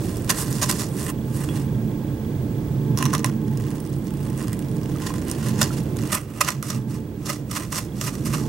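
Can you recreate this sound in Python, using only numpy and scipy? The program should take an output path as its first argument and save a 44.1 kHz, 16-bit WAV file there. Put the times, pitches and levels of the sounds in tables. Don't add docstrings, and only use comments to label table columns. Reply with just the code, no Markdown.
import sys
import numpy as np
from scipy import signal
from scipy.fft import rfft, irfft
from scipy.io import wavfile
from scipy.ndimage import uniform_filter1d

SR = 44100
rng = np.random.default_rng(int(sys.argv[2]) if len(sys.argv) > 2 else 0)


def waveform_to_disk(signal):
    frames = np.transpose(np.atleast_2d(signal))
    scaled = np.clip(frames, -1, 1) * 32767
    samples = np.round(scaled).astype(np.int16)
    wavfile.write(sys.argv[1], SR, samples)


N = 373968
HZ = np.fft.rfftfreq(N, 1 / SR)
TIME = np.arange(N) / SR


def undb(db):
    return 10 ** (np.asarray(db) / 20)


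def level(x, db):
    return x * undb(db) / np.sqrt(np.mean(x ** 2))


def eq_curve(table):
    hz, db = np.transpose(table)
    return np.interp(np.log(HZ + 1), np.log(hz), db)


def colour(x, table):
    return irfft(rfft(x) * undb(eq_curve(table)), N)


def ring(x, modes, sway={}):
    s = 1j * HZ
    gains = [(-1) ** k * undb(db) * s * width / (s * s + s * width + hz * hz)
             for k, (hz, width, db) in enumerate(modes)]
    response = sum(gains)
    swell = sum(rfft(x * (undb(db) - 1)) * gains[k] for k, db in sway.items())
    return irfft((rfft(x) * response + swell) / np.sqrt(np.mean(np.abs(response) ** 2)), N)


def ping(at, peak_db, hz, width_hz):
    t = np.maximum(TIME - at, 0)
    return undb(peak_db) * np.exp(-np.pi * width_hz * t) * np.sin(2 * np.pi * hz * t)


def drift(rate_hz):
    hold = int(SR / rate_hz)
    steps = np.repeat(rng.standard_normal(N // hold + 1), hold)
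    smooth = uniform_filter1d(uniform_filter1d(steps, hold), hold)[:N]
    return smooth / smooth.std()


def stereo_noise(width):
    mid, side = rng.standard_normal((2, N))
    return np.array([mid + width * side, mid - width * side]) / np.hypot(1, width)


def ventilation():
    # f/Hz, relative density/dB
    air_spectrum = [(15, -56), (33, -17), (138, -2), (252, -12), (296, -8), (746, -31), (878, -34),
                    (1320, -42), (1640, -43.5), (2210, -46), (3410, -49.5), (3810, -51), (12200, -59),
                    (15200, -56), (16500, -69)]
    # f/Hz, width/Hz, gain/dB
    duct_modes = [(112.5, 13.8, -1.5), (138.2, 15.7, 2.5), (219.1, 12.8, -1), (303.3, 15.4, -6),
                  (448.7, 24.7, -16), (864, 21.6, -25), (1082, 66, -34.5), (1613, 19, -36.5)]
    # f/Hz, level/dB re shared air
    apart = [(30, -22), (100, -20.5), (300, -17.5), (1000, 0), (3000, 3.0), (8000, 8.5)]
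    mid, left, right = (colour(rng.standard_normal(N), air_spectrum) for _ in range(3))
    air = mid + np.array([colour(left, apart), colour(right, apart)])
    ducts = ring(rng.standard_normal(N), duct_modes)
    ducts = signal.sosfilt(signal.butter(2, 80., "high", fs=SR, output="sos"), ducts)
    return level(air, -3.03) + level(ducts, -3.5) * undb(3.56 * drift(3.15))


def mechanism():
    # f/Hz, level/dB re rumble
    partials = [(1631, -42)]
    rate_hz, ring_hz = 29.97, 3372
    beat = np.diff(np.floor((TIME - .0125) * rate_hz), prepend=0)
    beat = beat * undb(3.2 * rng.standard_normal(N))
    tick = ring(ring(beat, [(ring_hz, 100, 0)]), [(ring_hz, 500, 0)])
    tone = sum(undb(db) * np.sqrt(2) * np.sin(2 * np.pi * hz * TIME) for hz, db in partials)
    return level(tick, -39.0) + tone


def whine(pitch_hz=15734.3, flutter_hz=12.92):
    flutter = 1 + .5 * np.cos(2 * np.pi * flutter_hz * (TIME - 2.046))
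    return flutter * np.sin(2 * np.pi * pitch_hz * TIME)


def reflections(x, t60_s):
    t = np.arange(SR // 2) / SR
    tail = rng.standard_normal((2, len(t))) * 10 ** (-3 * t / t60_s) * (t > .0004)
    return signal.fftconvolve(x[None], tail / np.sqrt(np.sum(tail ** 2) / 2), axes=1)[:, :N]


def knife_tap(at=1.4895):
    # peak/dB, f/Hz, width/Hz
    body_modes = [(-39, 3360, 16), (-37, 3240, 60)]
    return sum(ping(at, *mode) for mode in body_modes)


def flute_pops():
    # t/s, peak/dB, f/Hz
    pops = [(4.957, -32, 1240), (5.104, -25, 1050), (5.428, -33, 1410), (5.706, -28, 1350)]
    return sum(ping(*pop, width_hz=60) for pop in pops)


def shares(level_db, board_db, bright_db):
    top = 1 / (1 + undb(-bright_db) ** 2)
    return undb(level_db) ** 2 * np.array([undb(board_db) ** 2, 1 - top, top])


def fibres(rate_hz, scatter_db, decay_ms):
    breaks = rng.random(N) < rate_hz / SR
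    sizes = undb(scatter_db * np.minimum(rng.exponential(size=N), 4))
    return level(signal.lfilter([1], [1, -np.exp(-1000 / (decay_ms * SR))], breaks * sizes), 0)


def clicks(stroke_bright_db):
    # t/s, level/dB, board tone/dB re level
    events = [(0.17, -30.5, -18), (0.222, -38, -15.5), (0.246, -32, -9), (0.3125, -17, -14),
              (0.5277, -23, -11), (0.585, -30, -9), (0.713, -12, -18), (1.4894, -38.5, 11.5),
              (2.9749, -22, -2), (2.9815, -28, -7), (2.9876, -23, -5), (3.0265, -18.5, 4), (3.042, -30, -8),
              (3.055, -20, -0.5), (3.0612, -22.5, -1.5), (3.066, -30, -2), (3.132, -24, -2),
              (3.1369, -16, -3), (3.151, -18, 2.5), (3.181, -30, -12), (3.194, -29, 0), (3.245, -15, 0),
              (3.2608, -22, -16), (3.5738, -30, -8), (3.622, -38.5, -10), (3.7051, -36.5, -9),
              (3.803, -35, -8), (4.1068, -38.5, 3), (4.377, -33, -8), (4.427, -34, -14), (4.482, -30, 0),
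              (4.5313, -27, -3), (4.592, -31.5, -4), (4.7676, -35.5, -7), (5.283, -29, -5),
              (5.3, -28.5, -1), (5.3142, -20.5, -6.5), (5.486, -27, -9), (5.63, -13.5, -19),
              (5.641, -31, -10), (5.969, -27, -12), (6.0752, -31, -14), (6.505, -20, -6), (6.6274, -23, -1)]
    t = np.arange(SR // 40) / SR
    spike = (np.exp(-t / 0.001) - np.exp(-t / 0.000091)) ** 2
    power = np.zeros((3, N))
    for at, click_db, board_db in events:
        i = int((at - .0008) * SR)
        bright_db = 0.94 * stroke_bright_db[i] + 3.0
        power[:, i:i + len(t)] += 2.4 * np.outer(shares(click_db, board_db, bright_db), spike)
    return power


def rips():
    # centre t/s, level/dB, length/ms, board tone/dB re level, brightness/dB
    jerks = [(0.301, -15, 9.7, -6, -2), (0.4, -29.5, 51, -8, 4), (0.508, -36.5, 7.1, -8, 12),
             (0.63, -21, 17.3, -4.5, -5), (0.697, -19, 9.3, -3.5, 1.5), (5.069, -30, 8.2, -1.5, -6),
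             (5.617, -16, 6, -1, -3.5), (6.127, -23, 11.3, -1.5, 3), (6.15, -22, 10, -8, 8),
             (6.412, -17, 7, 1.5, -1.5), (6.448, -20, 1.9, -7, -5), (6.478, -30, 4.1, 5, -1),
             (6.487, -23, 6.6, 3, 0.5), (6.704, -27, 5.4, -8, -3), (7.266, -34, 14, -10, -3),
             (7.298, -29, 10.6, 1, -1), (7.514, -32.5, 5.3, -4, 1), (7.568, -30.5, 19, 0.5, 1),
             (7.725, -29.5, 5.2, -2, 3), (7.785, -27.5, 9.8, 0.5, 3), (8.014, -26.5, 3.9, -4, -5),
             (8.079, -34, 19, 1.5, -3), (8.266, -33, 19, -3, 3), (8.344, -32.5, 17, 3, 0)]
    power = np.zeros((3, N))
    for at, rip_db, length_ms, board_db, bright_db in jerks:
        hump = np.hanning(int(2.56 * length_ms * SR / 1000)) ** 2
        i = int(at * SR) - len(hump) // 2
        power[:, i:i + len(hump)] += 1.18 * np.outer(shares(rip_db, board_db, bright_db), hump)
    return power * fibres(rate_hz=8000, scatter_db=0.65, decay_ms=0.58) ** 2


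def strokes():
    # full pressure t/s, hold/ms, level/dB, rise/ms per 20 dB,
    # board tone/dB re level, brightness/dB
    pushes = [(.094, 5, -43, 283, -2.5, 1.5), (.3, 3.4, -32.5, 29, 2.5, -3), (.412, 3.6, -41, 147.5, 2, 3),
              (.47, 190, -40.5, 60, -3.5, 1), (.704, 5.7, -35, 150, -3, -3), (0.811, 1, -30, 79, -4.5, 0),
              (.87, 65, -59.5, 53, -25.5, -8), (.996, 67, -41.5, 93, -23, -4), (1.1, 5, -33.5, 228, -3, 11),
              (1.35, 92, -43.5, 100, -1, 3), (1.55, 31, -43, 100, 1, 4), (2.979, 64, -42.5, 23, 3.5, -3.5),
              (3.145, 9, -40, 92, 6, -3.5), (3.258, 6.4, -40, 48, 4, -2.5), (3.675, 5, -49.5, 324, 1, -2),
              (3.85, 440, -55.5, 150, -2, 0), (4.419, 5.6, -44.5, 338, 1.5, 2),
              (5.073, 8, -41.5, 404, 1, -1), (5.3, 190, -44, 204, 1, 0.5), (5.469, 2, -38.5, 98, 1.5, -2),
              (5.59, 6.6, -46, 157, 0, -5), (5.621, 1.8, -27, 53, -2.5, -5), (5.72, 79, -42.5, 65, -1, -1),
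              (6.11, 5, -41, 311, 2.5, 0), (6.14, 9.5, -31, 27, 3.5, 3), (6.19, 12, -57, 30, 0, 2),
              (6.39, 10, -46.5, 127, 4, 4), (6.413, 94, -38, 12, 2.5, -4), (6.63, 72, -40, 10, -4, 0.5),
              (6.712, 2.5, -36, 75, 1.5, -2), (6.9, 49, -46.5, 29, -1, -0.5),
              (7.298, 3, -31.5, 61, -0.5, -2), (7.52, 77, -38, 35, -1, 0), (7.63, 16, -44, 30, 0, -2),
              (7.729, 49, -32.5, 29, -3.5, -2), (8.021, 44, -33.5, 66, -4, 0.5),
              (8.13, 48, -47.5, 40, -1.5, 0), (8.346, 12, -36, 171, -2.5, 0)]
    catches = [1.108, 3.8, 6.135]
    t = TIME[::44]
    power, bright = np.zeros((3, len(t))), np.zeros(len(t))
    for at, hold_ms, rasp_db, rise_ms, board_db, bright_db in pushes:
        fall_ms = max(80.5, 0.99 * rise_ms)
        since_ms = 1000 * (t - at)
        drop_db = 20 * np.maximum(np.maximum(-since_ms / rise_ms, (since_ms - hold_ms) / fall_ms), 0)
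        moving = t < min([s for s in catches if s > at], default=np.inf)
        push = np.outer(shares(rasp_db, board_db, bright_db), moving * undb(-drop_db) ** 2)
        power += push
        bright += bright_db * (push[1] + push[2])
    bright /= power[1] + power[2] + 1e-30
    return np.array([np.interp(TIME, t, p) for p in power]), np.interp(TIME, t, bright)


def rasp(power, creep_s=(3.1, 6.1)):
    power = power * undb(1.5 * drift(120)) ** 2
    drag_db = 10 * np.log10(power[1] + power[2] + 1e-30)
    power = power * undb(2.0 * np.array([drift(30) for _ in range(3)]))
    creep = np.clip((-39 - drag_db) / 12, 0, 1) * (TIME > creep_s[0]) * (TIME < creep_s[1])
    dense = fibres(rate_hz=5000, scatter_db=4.6, decay_ms=0.67)
    sparse = fibres(rate_hz=450, scatter_db=4.5, decay_ms=0.4)
    return power * ((1 - creep) * dense + creep * sparse) ** 2


def knife_cut():
    # f/Hz, width/Hz, gain/dB
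    board_modes = [(582, 58, 8), (1032, 96, 15), (1235, 79, 12), (1412, 460, 6), (1989, 185, 8),
                   (2710, 450, 4)]
    edge_modes = [(3690, 480, -5.5), (4400, 380, -1), (5050, 610, -1), (5755, 344, 2), (6900, 790, -0.5)]
    blade_modes = [(8130, 1140, 2), (9610, 920, 1), (11470, 1750, -2), (14100, 1500, -10.5)]
    # t/s, board 2nd/dB, board 3rd/dB, edge 4th/dB, blade 2nd/dB
    mode_rides = [(1.6, -0.5, -0.5, 0, 2), (2.9, 4, 1.5, 8, 2), (3.5, -2, 2, 0, 3.5),
                  (4.7, -0.5, 0, 0.5, 3), (5.8, -1.5, -4.5, -0.5, 2), (6.2, -3.5, 4.5, 2, 0.5)]
    stroke_power, bright_db = strokes()
    power = rasp(stroke_power) + rips() + clicks(bright_db)
    board_drive, edge_drive, blade_drive = np.sqrt(power)
    times, *rides_db = np.transpose(mode_rides)
    low_db, high_db, edge_db, tip_db = (np.interp(TIME, times, db) for db in rides_db)
    board = ring(board_drive * stereo_noise(width=.22), board_modes, {1: low_db, 2: high_db})
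    edge = ring(edge_drive * stereo_noise(width=.4), edge_modes, {3: edge_db})
    blade = ring(blade_drive * stereo_noise(width=.42), blade_modes, {1: tip_db})
    return board + edge + blade


def scene():
    # t/s, bed fader/dB, whine fader/dB
    faders = [(0, -24, -52), (.42, -27, -52), (2.9, -26.5, -52), (3.3, -29, -52), (6.05, -25.5, -56),
              (6.2, -33, -59), (7.6, -31, -57), (8.48, -27.5, -65)]
    times, bed_db, whine_db = np.transpose(faders)
    cut = knife_cut() + knife_tap() + flute_pops()
    bed = (ventilation() + mechanism()) * undb(np.interp(TIME, times, bed_db) + 2.0)
    top = whine() * undb(np.interp(TIME, times, whine_db))
    return bed + top + cut + undb(-8) * reflections(cut[0], t60_s=0.072)


def record(dry):
    # f/Hz, left minus right/dB
    imbalance = [(50, -2), (500, -7), (2400, -6.5), (6000, -3), (15000, -9)]
    top_hz = 16200
    lean_db = np.array([1, -1])[:, None] * eq_curve(imbalance) / 2
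    rounded = np.tanh(irfft(rfft(dry) * undb(lean_db), N))
    return signal.sosfilt(signal.ellip(10, .2, 70, top_hz, fs=SR, output="sos"), rounded)


dry = scene()
out = record(dry)
waveform_to_disk(out)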